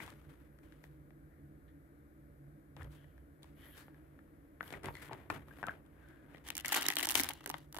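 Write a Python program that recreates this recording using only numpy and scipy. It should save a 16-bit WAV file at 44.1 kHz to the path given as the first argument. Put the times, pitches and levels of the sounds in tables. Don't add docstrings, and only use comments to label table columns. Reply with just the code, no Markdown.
import sys
import numpy as np
from scipy import signal
from scipy.fft import rfft, irfft, next_fast_len
from scipy.io import wavfile

SR = 44100
rng = np.random.default_rng(int(sys.argv[2]) if len(sys.argv) > 2 else 0)


def convert_level_to_amplitude(level_db):
    exponent = np.asarray(level_db, float) / 20
    return 10 ** exponent


def int16_out(signal):
    q = np.round(np.clip(np.atleast_2d(signal).T, -1, 1) * 32767)
    wavfile.write(sys.argv[1], SR, q.astype(np.int16))


N = 343539
LEFT_RIGHT = np.array([[1], [-1]])


def pan(left_over_right_db):
    return convert_level_to_amplitude(left_over_right_db / 2 * LEFT_RIGHT)


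def at_hz(points, hz):
    point_hz, value = np.transpose(points)
    return np.interp(np.log(hz), np.log(point_hz), value)


def rms_one(x):
    return x / np.sqrt(np.mean(x ** 2) + 1e-20)


def drift(rate):
    targets = rng.standard_normal(int(8 * rate) + 2)
    return rms_one(np.interp(np.arange(N) * rate / SR, np.arange(len(targets)), targets))


def resonance(x, hz, width_hz):
    r = np.exp(-np.pi * width_hz / SR)
    feedback = [1, -2 * r * np.cos(2 * np.pi * hz / SR), r * r]
    return signal.lfilter([(1 - r * r) / 2, 0, (r * r - 1) / 2], feedback, x)


def pair(two, alike):
    alike = np.clip(alike, -.99, .99)
    shared = np.sqrt(1 + alike) * two[0]
    opposed = np.sqrt(1 - alike) * two[1] * LEFT_RIGHT
    return (shared + opposed) / np.sqrt(2)


def moves(rows):
    rows, t = np.array(rows), np.arange(N) / SR
    current = np.maximum(np.searchsorted(rows[:, 0], t, "right") - 1, 0)
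    start, rise, level_db, fade, *more = rows[current].T
    late = t - start - rise
    swell_db = 12.5 * late / np.maximum(rise, .001)
    under_db = np.where(late < 0, swell_db, -fade * late)
    return np.where(t < start, -140, level_db), np.maximum(under_db, -90), *more


def grains(per_s, spread_db, clump_db, grain_s, smooth, likeness):
    born = rng.random(N) < per_s * convert_level_to_amplitude(clump_db * drift(40)) / SR
    power = born * convert_level_to_amplitude(2 * spread_db * np.minimum(rng.exponential(1, N), 4))
    fade = np.exp(-1 / (grain_s * SR))
    gate = np.sqrt(smooth + signal.lfilter([1], [1, -fade], rms_one(power) + 1e-18))
    return [rms_one(gate * pair(rng.standard_normal((2, N)), alike)) for alike in likeness]


def add_crease(drive, s, levels_db, ring_band, ring_hz, t60, pan_db, ring_share, likeness, click, lag,
               top_hz=SR * .45):
    at, t = int(s * SR), np.arange(3000) / SR
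    noise = rng.standard_normal((3, 2, len(t)))
    for band, (db, life) in enumerate(zip(levels_db, [1.4, 1, .6])):
        burst = pair(noise[band], likeness[band]) * convert_level_to_amplitude(-60 * t / (t60 * life))
        burst[:, 0] = click
        if band == 2:
            burst = signal.lfilter(*signal.butter(2, min(top_hz, SR * .45), fs=SR), burst)
        if band == ring_band:
            ring = resonance(burst, ring_hz, ring_hz / 5)
            burst = burst + ring_share * ring * np.sqrt(np.sum(burst ** 2) / np.sum(ring ** 2))
        burst = burst * convert_level_to_amplitude(db) * pan(pan_db)
        for port, start in enumerate([at + lag, at]):
            drive[band, port, start:start + len(t)] += burst[port, :N - start]


def coloured(drive, bands_hz, colour, sides, size=2048):
    hz, out = np.maximum(np.arange(size // 2 + 1) * SR / size, 10), 0
    for part, (low_hz, high_hz) in zip(drive, bands_hz):
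        edges = np.sqrt((1 + (low_hz / hz) ** 8) * (1 + (hz / high_hz) ** 8))
        shape = convert_level_to_amplitude(at_hz(colour, hz)) / edges + 1e-9
        ports = shape / np.sqrt(np.mean(shape ** 2)) * pan(at_hz(sides, hz))
        cepstrum = irfft(np.log(ports))
        cepstrum[:, 1:size // 2] *= 2
        cepstrum[:, size // 2 + 1:] = 0
        response = irfft(np.exp(rfft(cepstrum)))
        out = out + signal.oaconvolve(part, response, axes=1)[:, :N]
    return out


# f/Hz, level/dB
AIR_COLOUR = [(25, -24), (50, -6.5), (110, -15.5), (250, -24), (400, -17), (680, -23.5), (900, -32),
              (1600, -28), (2300, -36), (2600, -44), (6000, -51.5), (9000, -46), (12500, -39),
              (14700, -48.5), (15200, -71)]
# f/Hz, likeness/1
AIR_LIKENESS = [(60, 0.89), (130, 0.91), (290, 0.29), (640, 0.18), (1410, 0.77), (3100, -0.35),
                (6820, -0.048), (15000, 0.19)]
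# f/Hz, left over right level/dB
AIR_SIDES = [(60, -2.5), (130, -2.0), (290, 0.0), (640, 0.5), (1410, 10.5), (3100, 3.5), (6820, -2),
             (15000, 6.5)]
# f/Hz, width/Hz, level/dB, likeness/1
HUM = [(63.9, 8, -67.5, .9), (72, 19, -67, 1), (145, 10.8, -63, 0.97), (213.1, 7.9, -74, 1),
       (287.4, 26, -67, 1), (309.5, 28, -67, 1), (478, 40, -79, 0.49), (574, 20, -79, 0.94)]
# t/s, level/dB
SWELL = [
    (0.0, -59),
    (0.52, -62.5),
    (1.71, -59),
    (1.99, -62.5),
    (2.93, -59.5),
    (4.47, -64.5),
    (4.88, -60),
    (5.79, -64),
    (7.79, -61.5),
]


def room_tone():
    hz = np.maximum(np.arange(N // 2 + 1) * SR / N, 10)
    two = rfft(rng.standard_normal((2, N))) * convert_level_to_amplitude(at_hz(AIR_COLOUR, hz))
    ports = pair(two, at_hz(AIR_LIKENESS, hz)) * pan(at_hz(AIR_SIDES, hz))
    air = convert_level_to_amplitude(-66) * rms_one(irfft(ports, N))
    white = rng.standard_normal((2, N))
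    swell_db = np.interp(np.arange(N) / SR, *np.transpose(SWELL)) + 61
    for mode_hz, width_hz, db, alike in HUM:
        mode = resonance(pair(white, alike), mode_hz, width_hz)
        mode = rms_one(resonance(mode, mode_hz, 1.63 * width_hz))
        level_db = db + (mode_hz < 200) * swell_db
        air = air + convert_level_to_amplitude(level_db) * pan(at_hz(AIR_SIDES, mode_hz)) * mode
    return np.array([np.roll(air[0], 17), air[1]])


def room(x):
    t60_s, wall_cut_hz, level_db = 0.15, 1330, -9.5
    size = next_fast_len(N + SR)
    w = 2 * np.pi * np.arange(size // 2 + 1) / size
    dull = 1 / (1 + 1j * w * SR / (2 * np.pi * wall_cut_hz))
    loops = np.zeros((2, len(w)), complex)
    for k, lag in enumerate((rng.uniform(.006, .03, 12) * SR).astype(int)):
        turn = dull * convert_level_to_amplitude(-60 * lag / SR / t60_s) * np.exp(-1j * w * lag)
        loops[k % 2] += (-1) ** (k // 2) * turn / (1 - turn)
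    return convert_level_to_amplitude(level_db) * irfft(loops * rfft(x.mean(axis=0), size), size)[:, :N]


# t/s, peak level/dB, length/s
THUMPS = [
    (2.79, -32, 0.15),
    (5.296, -40, 0.081),
    (7.14, -38, 0.25),
]


def thumps():
    t = np.arange(N) / SR
    low = rms_one(resonance(resonance(rng.standard_normal(N), 52, 40), 74, 44))
    swell = 0
    for s, db, length in THUMPS:
        third = length / 3
        swell = swell + convert_level_to_amplitude(db - 17) * np.exp(-((t - s - third) / third) ** 2)
    return low * swell


# t/s, rise/s, hiss level/dB, fade/(dB/s)
GLIDE = [(0.0, .02, -80.5, 14), (.8, 0.042, -74, 284), (2.75, 0.029, -77, 34), (3.55, 0.17, -63.5, 99),
         (3.95, .003, -82, 46), (4.61, 0.051, -60.5, 220), (4.83, .003, -64.5, 49), (5.3, .003, -76, 60.5),
         (5.47, .01, -73, 80), (5.57, 0.0081, -68.5, 156), (5.666, .002, -74, 103)]


def glide():
    port_hz, width_hz = 11800, 2500
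    hiss = grains(1500, 1.5, 2.5, .002, .7, [.1])[0]
    hiss = resonance(resonance(hiss, port_hz, width_hz), port_hz, 0.88 * width_hz)
    level_db, under_db = moves(GLIDE)
    return convert_level_to_amplitude(level_db + under_db - 1) * rms_one(hiss)


# t/s, rise/s, level/dB, fade/(dB/s), f/Hz
SWISH = [(0.0, 0.0011, -53, 218, 2130), (1.3, .02, -76, 100, 1800), (1.678, 0.0043, -68, 500, 1800),
         (1.72, 0.04, -88, 53, 1800), (2.92, 0.07, -78, 90, 1750), (3.57, 0.07, -67, 80, 1900),
         (3.72, 0.01, -66.5, 50, 1700), (3.77, 0.028, -66.5, 100, 1670), (4.95, 0.004, -59, 68, 1980),
         (5.03, 0.0088, -68, 64, 1880), (5.95, 0.11, -67, 41, 1590)]
# t/s, rise/s, level/dB, fade/(dB/s), f/Hz
EDGE = [(.25, 0.03, -93, 83, 3400), (.63, .05, -86, 90, 2970), (1.678, .004, -77, 500, 3370),
        (2.92, 0.071, -75, 100, 3070), (3.0, 0.011, -79, 85, 3030), (3.56, 0.077, -70, 90, 3080),
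        (3.69, 0.034, -68.5, 60, 3120), (3.77, 0.026, -71, 203, 4240), (4.95, .005, -79, 100, 4200),
        (5.03, .02, -85, 63, 3280), (6.03, 0.034, -87, 120, 3300)]


def swish():
    q, overtone, overtone_db = 4.6, 2.13, -26.5
    rub, out = grains(900, 1.5, 2.5, .003, .7, [.5])[0], 0
    for rows in (SWISH, EDGE):
        level_db, under_db, pitch_hz = moves(rows)
        for hz in {row[-1] for row in rows}:
            width_hz, high_hz = hz / q, overtone * hz
            band = rms_one(resonance(resonance(rub, hz, width_hz), hz, width_hz))
            high = rms_one(resonance(resonance(rub, high_hz, width_hz), high_hz, width_hz))
            band = band + convert_level_to_amplitude(overtone_db) * high
            out = out + band * (pitch_hz == hz) * convert_level_to_amplitude(level_db + under_db)
    return pan(5) * out


# t/s, peak level/dB, f/Hz, t60/s
PINGS = [(4.606, -46, 1840, 0.01), (4.738, -46, 2160, 0.025), (4.858, -39, 2030, 0.023),
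         (4.859, -48, 4500, .01), (4.94, -54, 4400, 0.013), (4.942, -42, 400, 0.016),
         (4.952, -41.5, 1990, 0.021), (4.951, -55, 4260, 0.014), (4.97, -43, 2000, 0.025),
         (4.973, -57, 4160, 0.013), (5.112, -33, 845, 0.019), (5.127, -35.5, 990, 0.018),
         (5.138, -40, 890, 0.018), (4.958, -48, 2100, .015), (4.744, -41, 1940, 0.033),
         (4.604, -42, 2500, .006), (5.303, -27, 1410, 0.019), (5.303, -29.5, 2440, .014),
         (5.305, -35.5, 1760, 0.024), (5.31, -39, 1030, 0.03), (5.511, -48, 1623, 0.042),
         (5.63, -35, 1540, 0.027), (5.639, -29, 1530, 0.02), (5.649, -49, 1533, .12),
         (5.672, -35.5, 1323, 0.05), (5.693, -25.5, 1590, 0.019), (5.707, -48, 1500, .05),
         (6.502, -45, 930, 0.025), (6.722, -27.5, 850, 0.033), (6.762, -35, 826, 0.044),
         (6.864, -21.5, 3780, 0.01), (6.905, -39, 810, 0.052), (6.993, -35.5, 1200, 0.025),
         (7.073, -29.5, 900, 0.014), (.003, -49, 2260, 0.024), (.021, -52, 4200, .01),
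         (.063, -54, 3580, .012), (0.077, -60, 3400, .01), (.103, -54, 4200, .01), (2.767, -56, 3480, .012),
         (2.794, -53, 1280, 0.017), (2.82, -45, 1770, 0.021), (2.822, -57, 3370, .02),
         (2.845, -55, 3200, 0.014), (4.677, -48, 3230, .015), (4.874, -57, 3530, .015),
         (5.303, -44, 305, 0.15), (6.345, -53, 3150, .015), (6.651, -34, 2250, .02),
         (6.658, -33, 2000, .025), (7.201, -33.5, 263, 0.051), (7.302, -29.5, 850, 0.013),
         (7.475, -46, 400, 0.12)]


def pings():
    out, t = np.zeros((2, N)), np.arange(6000) / SR
    rise = 1 - np.exp(-(t / 0.00084) ** 2)
    for s, db, hz, t60 in PINGS:
        note = convert_level_to_amplitude(db - 60 * t / t60) * rise * np.sin(2 * np.pi * hz * t)
        start = int(s * SR)
        out[:, start:start + len(t)] += note * pan(6)
    return out


# t/s, rise/s, level/dB, fade/(dB/s), crispness/dB
PAPER = [(0.0, 0.0004, -59, 63, -4), (.14, 0.0052, -74, 48, -5), (.27, 0.027, -71.5, 62, -5),
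         (.62, 0.012, -77.5, 22, -4.5), (.83, 0.005, -75, 117, 0.5), (2.764, 0.056, -61, 200, -10),
         (2.88, 0.045, -74.5, 71, -1), (3.42, 0.0041, -73.5, 94, -2), (3.55, 0.09, -69, 113, -3.5),
         (3.72, 0.058, -66, 143, 1.5), (3.9, .003, -81, 12, -12), (4.6, 0.057, -63.5, 4, -5.5),
         (4.72, 0.0061, -55, 202, -8.5), (4.83, 0.019, -53, 167, -11.5), (4.91, 0.12, -61.5, 38, -2),
         (5.09, 0.032, -57, 30, -15), (5.15, 0.0026, -66, 89, -10.5), (5.3, 0.001, -52.5, 300, -5.5),
         (5.33, 0.0087, -56.5, 156, -8), (5.47, 0.13, -64.5, 4, -6.5), (5.62, 0.093, -60.5, 216, -10.5),
         (5.85, 0.25, -73.5, 32, -10), (6.27, 0.073, -69, 62, -9)]
# t/s, peak level/dB,
# crispness/dB, ring f/Hz
CREASES = [(.0024, -36, -31, 2180), (0.02, -63, -9, 2300), (0.064, -54, 0, 2400), (0.078, -40.5, -13, 850),
           (0.103, -59, 5.5, 1540), (0.216, -58, -11, 1250), (.588, -57, -9, 1550), (0.723, -53, -10, 1690),
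           (0.84, -46.5, -10, 1880), (1.1061, -55, -14, 1990), (2.766, -45, -11.5, 860),
           (2.81, -43, -25, 1290), (2.831, -58, 0, 1570), (2.8452, -59, -2, 875), (3.043, -56, -14, 1830),
           (3.1791, -56, -13, 1750), (3.431, -65, 9, 3830), (3.4433, -52, -10, 790),
           (3.8819, -44.5, -37, 760), (3.9443, -54, -15.5, 1740), (4.1904, -51.5, -17, 1800),
           (5.863, -68.5, -3, 9150), (6.087, -68, 4, 1520), (6.347, -45, -19, 2040),
           (4.608, -28, -21.5, 1620), (4.629, -38.5, -14, 706), (4.679, -61.5, 9, 1770),
         (4.705, -38, -11.5, 501), (4.727, -48, -2, 598), (4.738, -34.5, -34, 2250), (4.834, -51, -2, 1790),
         (4.844, -42.5, -9, 1010), (4.858, -42, -2.5, 1960), (4.885, -31, -18, 910),
         (4.953, -43.5, -7, 2010), (4.969, -51, -3, 1990), (5.095, -41.5, -35, 990),
         (5.132, -37.5, -10, 724), (5.301, -23, -16.5, 720), (5.362, -39, -16, 580),
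         (5.377, -61, -12, 2000), (5.484, -49, -12, 1310), (5.509, -49, -24, 1640), (5.586, -45, -15, 760),
         (5.629, -28, -18.5, 750), (5.639, -30, -24, 754), (5.668, -50.5, 4, 1190), (5.674, -37, -22, 700),
         (5.684, -25.5, -26, 650), (5.7, -56, -40, 2000), (5.738, -52, -24, 1550)]
# from f/Hz, to f/Hz
PAPER_BANDS_HZ = [(80, 900), (900, 3300), (3300, 16500)]
# f/Hz, level/dB
PAPER_COLOUR = [(60, -12), (80, 2.5), (220, -4.5), (310, -1.5), (780, -9), (1600, -11), (2300, -17),
                (2700, -20.5), (3400, -19.5), (4400, -25.5), (6000, -30), (9000, -27), (13000, -27),
                (15600, -31.5), (16200, -58)]
# f/Hz, left over right level/dB
PAPER_SIDES = [(60, 0.5), (150, 0.5), (380, -2), (950, 4), (2380, 15.5), (5980, -6), (15000, 5)]


def paper():
    body_db, under_db, crisp_db = moves(PAPER)
    flap_db = -3 - 0.74 * crisp_db + 0.74 * under_db
    high_db = crisp_db + 1.3 * under_db
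    rustle = grains(700, 2.0, 3.5, .002, .4, [.9, .6, .1])
    drive = np.array([convert_level_to_amplitude(body_db + db + 2) * g for db, g in zip([flap_db, under_db, high_db], rustle)])
    for s, db, crisp, ring_hz in CREASES:
        thud_db = -56.5 + 0.7 * (db + 43) + 0.5 * np.log2(ring_hz / 1000)
        ring_band = 1 + (ring_hz > PAPER_BANDS_HZ[1][1])
        click = max(11.8 + 0.1 * (db + 25.5), 3)
        top_hz = 12200 * convert_level_to_amplitude(0.5 * crisp)
        add_crease(drive, s, [thud_db, db - 17.5, db + crisp - 2.5], ring_band, ring_hz, t60=.02, pan_db=0,
                   ring_share=.55, likeness=[.9, .7, .3], click=click, lag=5, top_hz=top_hz)
    return coloured(drive, PAPER_BANDS_HZ, PAPER_COLOUR, PAPER_SIDES)


def buckles(level_db, per_s, pan_db):
    facets, cycles = 14, 63
    born = rng.random(N) < per_s * convert_level_to_amplitude(4 * drift(25)) / SR
    pops = born * convert_level_to_amplitude(3.8 * np.minimum(rng.exponential(1, N), 4))
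    dealt = rng.integers(0, facets, N)
    places_db = pan_db + 3.7 * rng.standard_normal(facets)
    out = 0
    for k, hz in enumerate(np.geomspace(1258, 5260, facets)):
        ring = resonance(pops * (dealt == k) + 1e-18, hz, 0.5 * hz / cycles) / hz
        out = out + ring * pan(places_db[k])
    return convert_level_to_amplitude(level_db) * rms_one(out)


# t/s, rise/s, level/dB, fade/(dB/s), fizz/dB
FILM = [(6.44, 0.025, -69, 3, -5.5), (6.612, .002, -68.5, 61, -5), (6.645, 0.041, -53.5, 22, -3.5),
        (6.718, 0.0036, -48.5, 4, -2), (6.79, 0.0024, -53, 11.5, -5.5), (6.868, 0.0022, -56.5, 100, -13),
        (6.886, .002, -59.5, 61, -5.5), (6.968, .002, -55.5, 100, -4.5), (6.983, .002, -53.5, 150, -5),
        (7.028, .002, -51, 152, -10), (7.047, .002, -49.5, 102, -4), (7.057, .002, -66.5, 399, -15),
        (7.07, 0.0018, -56, 252, -2.5), (7.088, .002, -56, 58.5, 1), (7.15, 0.0023, -44.5, 91.5, 3.5),
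        (7.216, 0.0031, -55, 46, -5.5), (7.32, 0.0035, -72.5, 14, -6), (7.59, 0.0026, -76, 221, -6)]
# t/s, body peak level/dB, crispness/dB
FILM_SNAPS = [(6.468, -44, -11), (6.475, -48, -3), (6.4867, -33.5, -8), (6.5031, -28.5, -5), (6.553, -36, 0.5),
              (6.5677, -36.5, 1), (6.579, -33, 1.5), (6.599, -37, -3), (6.608, -42, 1), (6.6474, -29, -16),
              (6.6587, -34.5, 4), (6.665, -37, -5), (6.682, -33.5, 4), (6.6903, -35.5, 1), (6.721, -22.5, -9),
              (6.7252, -28.5, 4), (6.7439, -20, -8), (6.7477, -28, 1), (6.763, -27.5, -4), (6.7671, -32, 4.5),
              (6.7725, -32, 0),
              (6.811, -40, 6), (6.8193, -27, -15), (6.823, -28, -5), (6.856, -26.5, -14), (6.865, -27.5, -2.5),
         (6.8851, -17.5, -5), (6.9024, -21.5, -9.5), (6.9123, -36, -3), (6.956, -45, 8),
         (6.9678, -18.5, -9), (6.984, -26, -14.5), (6.991, -41, -8), (7.004, -34, 3.5), (7.0284, -26.5, -4),
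         (7.0338, -31, -11), (7.0481, -27.5, -7), (7.0542, -32.5, 7), (7.0705, -29.5, -0.5),
         (7.089, -27.5, 2), (7.0971, -30, -2), (7.1066, -29.5, 4.5), (7.1129, -34.5, 10),
         (7.1426, -30.5, -6.5), (7.1537, -15, -2.5), (7.191, -33, 3), (7.1975, -21, -3.5),
         (7.235, -34, 7.5), (7.2441, -34.5, 2), (7.289, -33, 3.5), (7.2935, -39, 3),
              (6.59, -42, -17), (6.651, -36, -9), (6.729, -24, -1.5), (6.784, -34.5, -5), (6.829, -28, -3),
          (6.917, -36, -4), (6.923, -30, -8), (6.936, -34, -5), (6.9866, -34, 6), (6.995, -25.5, -9),
          (7.01, -27.5, -8), (7.032, -33, 5), (7.039, -35, 0), (7.121, -33, -6), (7.2035, -31, 8),
          (7.211, -37.5, 7), (7.2734, -48, -9), (7.307, -32.5, -10), (6.359, -51.5, -17), (6.371, -56, -19),
          (6.381, -51, -22), (6.479, -42.5, 0.5), (6.675, -40, -17), (6.685, -42, -14), (7.221, -44, -2),
          (7.258, -51, 5), (7.494, -44, 3), (7.513, -42, -1), (7.568, -52, -11)]
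# t/s, body peak level/dB, crispness/dB
TRAY = [(7.3347, -42, -2), (7.407, -37, -29), (7.441, -41, -14), (7.4605, -28, -6.5), (7.475, -32, -13),
        (7.494, -46, -12), (7.5, -23, -10.5), (7.5411, -24.5, -31), (7.582, -48.5, -1.5),
        (7.7264, -48.5, 3), (7.7452, -35, -10), (7.755, -44, -4), (7.7655, -29, -22), (7.7728, -39.5, -4),
        (7.7854, -30, -13)]
# from f/Hz, to f/Hz
FILM_BANDS_HZ = [(150, 900), (900, 4200), (4200, 16500)]
# f/Hz, level/dB
FILM_COLOUR = [(88, -50), (150, -27.5), (304, -7), (479, -19.5), (814, -9.5), (991, -8.5), (1930, 4.5),
               (2600, -3), (2870, 4.5), (4970, -1.5), (11800, 0), (15600, -2.5), (16500, -42)]
# f/Hz, left over right level/dB
FILM_SIDES = [(60, 5.5), (130, -8), (290, 0.5), (640, 0.5), (1410, 7.5), (3100, 5), (6820, -6.0),
              (15000, -1.5)]


def film():
    spread_db = 5.5
    body_db, under_db, fizz_db = moves(FILM)
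    low_db = -2.5 + 0.65 * under_db
    high_db = fizz_db + 0.58 * under_db
    smooth = .12 + convert_level_to_amplitude(body_db + under_db + 44.5)
    crackle = grains(600, 2.6, 4.5, .0008, smooth, [.85, .5, .1])
    drive = np.array([convert_level_to_amplitude(body_db + db + 7) * g for db, g in zip([low_db, under_db, high_db], crackle)])
    for s, db, crisp in FILM_SNAPS:
        levels_db = [db - 20.5 + 0.19 * (db + 29.5), db - 10.5, db + crisp - .5]
        add_crease(drive, s, levels_db, 1, rng.uniform(1820, 2980), t60=.015,
                   pan_db=spread_db * rng.standard_normal(), ring_share=.3,
                   likeness=[.9, .6, .2], click=3.7, lag=3)
    for s, db, crisp in TRAY:
        add_crease(drive, s, [db - 13, db - 15.5, db + crisp - .5], 1, 1010, t60=.018,
                   pan_db=-0.1 + spread_db * rng.standard_normal(), ring_share=.7,
                   likeness=[.9, .6, .2], click=3.6, lag=3)
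    sheet = coloured(drive, FILM_BANDS_HZ, FILM_COLOUR, FILM_SIDES)
    return sheet + buckles(body_db + under_db + 1, per_s=600, pan_db=3)


def scene():
    hands = glide() + swish() + pings() + paper() + film()
    return room_tone() + thumps() + room(hands) + hands


def top_cut(x):
    return signal.sosfilt(signal.butter(12, 16970, fs=SR, output="sos"), x)


def record(dry):
    return top_cut(dry)


dry = scene()
out = record(dry)
int16_out(out)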